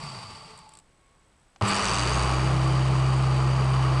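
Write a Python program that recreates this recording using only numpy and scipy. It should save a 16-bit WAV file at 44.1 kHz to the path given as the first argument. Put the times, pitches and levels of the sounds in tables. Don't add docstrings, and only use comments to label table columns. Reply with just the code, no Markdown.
import sys
import numpy as np
from scipy import signal
from scipy.fft import rfft, irfft
from scipy.io import wavfile

SR = 44100
rng = np.random.default_rng(int(sys.argv[2]) if len(sys.argv) > 2 else 0)


def to_wav(sig):
    pcm = np.clip(np.atleast_2d(sig), -1, 1) * 32767
    pcm = np.round(pcm).astype(np.int16)
    wavfile.write(sys.argv[1], SR, pcm.T)


N = 176400
TIME = np.arange(N) / SR
STOP_S, SWITCH_S, START_S = .8, 1.5605, 1.611
MAINS_HZ, SPARK_PEAK_S = 50, .0051


def from_db(db):
    return 10 ** (np.asarray(db) / 20)


def unit_rms(x):
    return x / np.sqrt(np.mean(x ** 2) + 1e-20)


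def in_time(rows):
    times, *columns = np.transpose(rows)
    return [np.interp(TIME, times, column) for column in columns]


def colour(x, spectrum):
    hz, db = np.transpose(spectrum)
    bins = np.maximum(np.arange(N + 1) * SR / (2 * N), 1)
    gain = from_db(np.interp(np.log(bins), np.log(hz), db))
    low_cut = bins ** 2 / (bins ** 2 + 20 ** 2)
    return unit_rms(irfft(rfft(x, 2 * N) * gain * low_cut)[:N])


def drift(hz):
    pole = np.exp(-80 * np.pi * hz / SR)
    slow = signal.lfilter([1], [1, -2 * pole, pole * pole], rng.standard_normal(N // 40 + 2002))[2000:]
    return np.interp(np.arange(N) / 40, np.arange(len(slow)), unit_rms(slow))


def resonate(x, hz, width_hz, wander_hz=0):
    pole = np.exp(-np.pi * width_hz / SR)
    carrier = np.exp(2j * np.pi * np.cumsum(hz + wander_hz * drift(8.9)) / SR)
    return 2 * np.real(carrier * signal.lfilter([1 - pole], [1, -pole], x / carrier + 1e-18))


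def narrow_noise(hz, width_hz):
    return unit_rms(resonate(resonate(rng.standard_normal(N), hz, width_hz), hz, width_hz))


def grit(rough_db, hz):
    return unit_rms(rng.standard_normal(N) * from_db(rough_db * drift(hz)))


def burst(start_s, attack_s, decay_s):
    age = TIME - start_s
    return np.clip(age / attack_s, 0, 1) * np.exp(-np.clip((age - attack_s) / decay_s, 0, 100))


def swell(centre_s, width_s):
    return np.exp(-np.minimum(((TIME - centre_s) / width_s) ** 2, 100))


# f/Hz, level/dB
AIR = [(25, 5), (130, -5), (250, -11.5), (1100, -16), (10000, -32), (11200, -42)]

def workshop():
    air = from_db(-62) * colour(rng.standard_normal(N), AIR)
    throb = unit_rms(1 + .8 * np.sin(2 * np.pi * 59.5 * TIME))
    whine = from_db(-75) * narrow_noise(hz=8030, width_hz=480)
    phase = 2 * np.pi * 1100 * TIME + drift(15)
    tone = from_db(-69) * swell(1.09, .21) * (np.sin(phase) + .42 * np.sin(2 * phase))
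    return air + throb * whine + tone


def reflections(x, span_s=.025, level_db=-12):
    lag = rng.random(60)
    taps = rng.standard_normal(60) * np.exp(-2 * lag)
    response = np.zeros(SR // 10)
    np.add.at(response, (lag * span_s * SR).astype(int) + 20,
              from_db(level_db) * taps / np.linalg.norm(taps))
    response[0] = 1
    return signal.fftconvolve(x, response)[:N]


# f/Hz, width/Hz, level/dB
HOUSING_MODES = [(1148, 90, 1.5), (4675, 105, 12), (8110, 240, 6), (8970, 170, 8)]

def housing(x):
    ringing = sum(from_db(db) * resonate(x, hz, width, wander_hz=12) for hz, width, db in HOUSING_MODES)
    return unit_rms(reflections(x + ringing))


# t/s, whirr level/dB, rolling tone level/dB, brush groan level/dB
COAST_LEVELS = [(0, -39, -45, -58), (.17, -41, -41, -53), (.27, -43, -52.5, -56), (.5, -47.5, -83, -60.5),
                (.67, -56, -79, -53), (.79, -60, -90, -64.5)]
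# f/Hz, level/dB
WHIRR_SPECTRUM = [(50, 1), (160, 8), (300, -5.5), (600, -1), (900, 3), (1200, 1), (1700, -8), (2600, -3),
                  (3100, -8), (5500, -9), (6200, -16.5), (7500, -13.5), (10200, -22), (11200, -36)]

def coasting(roll_hz=156, groan_hz=870):
    whirr_gain, roll_gain, groan_gain = from_db(in_time(COAST_LEVELS))
    whirr = housing(colour(grit(rough_db=1, hz=40), WHIRR_SPECTRUM))
    ring = from_db(-10) * np.clip((STOP_S - TIME) / .17, 0, 1) * narrow_noise(hz=4595, width_hz=110)
    roll_phase = 2 * np.pi * np.cumsum(roll_hz * np.clip(1 - TIME / STOP_S, 0, 1)) / SR
    roll = roll_gain * unit_rms(np.sin(roll_phase) * from_db(2 * drift(24)))
    groan_phase = 2 * np.pi * groan_hz * TIME
    low_octave = from_db(-53.5) * swell(.518, .043) * np.sin(groan_phase / 2)
    groan = groan_gain * unit_rms(np.sin(groan_phase + .79 * drift(60)) * from_db(2 * drift(40)))
    groan *= np.exp(-np.maximum(TIME - STOP_S, 0) / .025)
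    turning = np.clip((STOP_S - TIME) / .046 + .5, 0, 1)
    return turning * (whirr_gain * (whirr + ring) + roll + low_octave) + groan


# t/s, relative level/dB
BRUSH_CATCHES = [(0.574, -45.5), (0.587, -45), (0.69, -47.5), (0.718, -56), (0.7347, -45), (0.7506, -47),
                 (0.7703, -44), (0.7863, -44.5), (.797, -52)]
# f/Hz, level/dB
CATCH_SPECTRUM = [(1500, -14.5), (4700, -8), (6200, -20), (7900, 2.5), (9500, -8.5), (11500, -25)]

def brush_ticks():
    catches = sum(from_db(db) * burst(t, attack_s=.0025, decay_s=.0026) for t, db in BRUSH_CATCHES)
    return from_db(-1) * catches * colour(rng.standard_normal(N), CATCH_SPECTRUM)


# f/Hz, level/dB
CLICK_SPECTRUM = [(400, -17), (800, -2), (1400, -4), (6500, -10), (9000, -36)]

def switch_click(case_hz=800):
    click = from_db(-48) * burst(SWITCH_S, attack_s=.0008, decay_s=.003)
    knock = from_db(-50) * burst(SWITCH_S, attack_s=.002, decay_s=.006)
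    noise = colour(rng.standard_normal(N), CLICK_SPECTRUM)
    return click * noise + knock * np.sin(2 * np.pi * case_hz * TIME)


# f/Hz, level/dB
RASP_SPECTRUM = [(200, -7), (1350, 1.5), (1750, -1), (2850, 0.5), (3400, -6.5), (5800, -11.5), (10200, -23),
                 (11200, -39)]

def kick(jolt_hz=106):
    jolt = from_db(-14.5) * burst(START_S + .0031, attack_s=.0203, decay_s=.011)
    jolt *= np.sin(2 * np.pi * jolt_hz * (START_S - TIME))
    knocks = sum(from_db(db) * burst(START_S + delay_s, attack_s=.00055, decay_s=.0008)
                 for delay_s, db in [(0, -31), (.0125, -21.5)])
    chirp = from_db(-31.5) * swell(1.686, .012) * colour(rng.standard_normal(N), CATCH_SPECTRUM)
    return jolt + knocks * housing(colour(rng.standard_normal(N), RASP_SPECTRUM)) + chirp


def magnetic_buzz():
    current = burst(START_S, attack_s=.038, decay_s=.19) + .051
    buzz = sum(from_db(db) * np.sin(2 * np.pi * k * MAINS_HZ * TIME)
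               for k, db in [(2, -39), (4, -31), (6, -47)])
    return np.sqrt(2) * current * buzz


# t/s, 2nd multiple level/dB, 4th multiple level/dB, gain on the weak multiples/dB
HUM_LEVELS = [(1.72, -67, -73, -25), (1.87, -38, -37.5, -22), (2.01, -33, -29.5, -2.5), (2.2, -28, -30, 0),
              (2.5, -31, -23.5, 2.5), (2.96, -32, -22, 0), (4, -32, -22.5, -4)]
WEAK_MULTIPLES = [5, 6, 10, *range(12, 28, 2)]
WEAK_LEVELS = [-42.5, -48, -42.5, *[-51.5] * 8]

def bench_hum(angle):
    second, fourth, weak = from_db(in_time(HUM_LEVELS))
    hum = second * np.sin(2 * angle) - fourth * np.cos(4 * angle)
    for k, db in zip(WEAK_MULTIPLES, WEAK_LEVELS):
        gain = weak * from_db(db + 3.5 * drift(9.4))
        hum += gain * np.sin(k * (angle + .071 * drift(7.5)) + 2 * np.pi * rng.random())
    return np.sqrt(2) * hum


def mains_pulse(sharpness, steady):
    phase = 2 * np.pi * 2 * MAINS_HZ * (TIME - SPARK_PEAK_S)
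    return unit_rms(steady + np.exp(sharpness * (np.cos(phase) - 1)))


# t/s, bearing rumble level/dB, brush rasp level/dB, sparking level/dB
DRIVE_LEVELS = [(1.61, -25.5, -40.5, -64), (1.66, -29, -28.5, -63), (1.7, -29.5, -29.5, -34.5),
                (2.02, -31.5, -31.5, -34.5), (2.25, -29, -33.5, -40), (2.55, -33, -36.5, -49.5),
                (3.2, -34, -38.5, -50), (4, -32, -37.5, -54)]
# f/Hz, level/dB
RUMBLE_SPECTRUM = [(25, -12), (140, 1), (250, -2), (400, -0.5), (500, -4.5), (860, 0.5), (1300, -0.5),
                   (1650, -14), (6000, -47)]
# f/Hz, level/dB
SPARK_SPECTRUM = [(600, 1), (2500, -7.5), (4000, -1.5), (6600, -3.5), (7600, -3.5), (10300, -15),
                  (11200, -40)]

def running(angle, whine_multiple=208, race_multiple=94.85):
    rumble_gain, rasp_gain, spark_gain = from_db(in_time(DRIVE_LEVELS))
    surge = mains_pulse(sharpness=2.6, steady=.069)
    whine_phase = whine_multiple * angle
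    whine = from_db(-8.5) * surge * (drift(100) * np.sin(whine_phase) + drift(100) * np.cos(whine_phase))
    throb = unit_rms(1 + .11 * np.sin(2 * angle))
    rolling = grit(rough_db=1, hz=93) * throb * mains_pulse(sharpness=3.8, steady=5.9)
    rumble = rumble_gain * housing(colour(rolling, RUMBLE_SPECTRUM))
    rubbing = grit(rough_db=1.5, hz=240) * mains_pulse(sharpness=.24, steady=5.2)
    rasp = rasp_gain * housing(colour(rubbing, RASP_SPECTRUM))
    rattle = loose_parts()
    sing_gain = spark_gain * from_db(-11) + from_db(-34) * swell(1.705, .02)
    sing = sing_gain * np.sqrt(surge) * narrow_noise(hz=4580, width_hz=420)
    ball_race = from_db(-57) * unit_rms(drift(11) * np.sin(race_multiple * angle))
    sparks = housing(colour(grit(rough_db=3, hz=320) * surge, SPARK_SPECTRUM))
    return rumble + rasp + sing + ball_race + spark_gain * (sparks + whine + rattle)


# f/Hz, width/Hz, level/dB relative to the sparking
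RATTLE_MODES = [(1200, 220, -2), (2700, 450, -6.5)]

def loose_parts(scuffs_per_s=130, decay_s=.005):
    rattle = np.zeros(N)
    for hz, width, db in RATTLE_MODES:
        hits = (rng.random(N) < scuffs_per_s / SR) * rng.uniform(.5, 1, N)
        power = signal.lfilter([1], [1, -np.exp(-1 / (decay_s * SR))], hits + 1e-18)
        scuffs = resonate(np.sqrt(power) * rng.standard_normal(N), hz, 2 * width)
        rattle += from_db(db) * unit_rms(resonate(scuffs, hz, width, wander_hz=90))
    return rattle


# t/s, f/Hz
SHAFT_RATE = [(1.61, 5), (1.72, 23.5), (1.8, 27.7), (1.9, 29.5), (2.25, 31.95), (2.65, 32.75), (4, 32.6)]

def scene():
    shaft_hz, = in_time(SHAFT_RATE)
    angle = 2 * np.pi * np.cumsum(shaft_hz) / SR
    powered = np.clip((TIME - START_S) / .0011, 0, 1)
    motor = coasting() + brush_ticks() + switch_click() + kick()
    motor += powered * (magnetic_buzz() + bench_hum(angle) + running(angle))
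    return (workshop() + motor)[None]


def record(dry):
    return signal.sosfilt(signal.ellip(10, .1, 80, 12000, fs=SR, output="sos"), dry)


dry = scene()
out = record(dry)
to_wav(out)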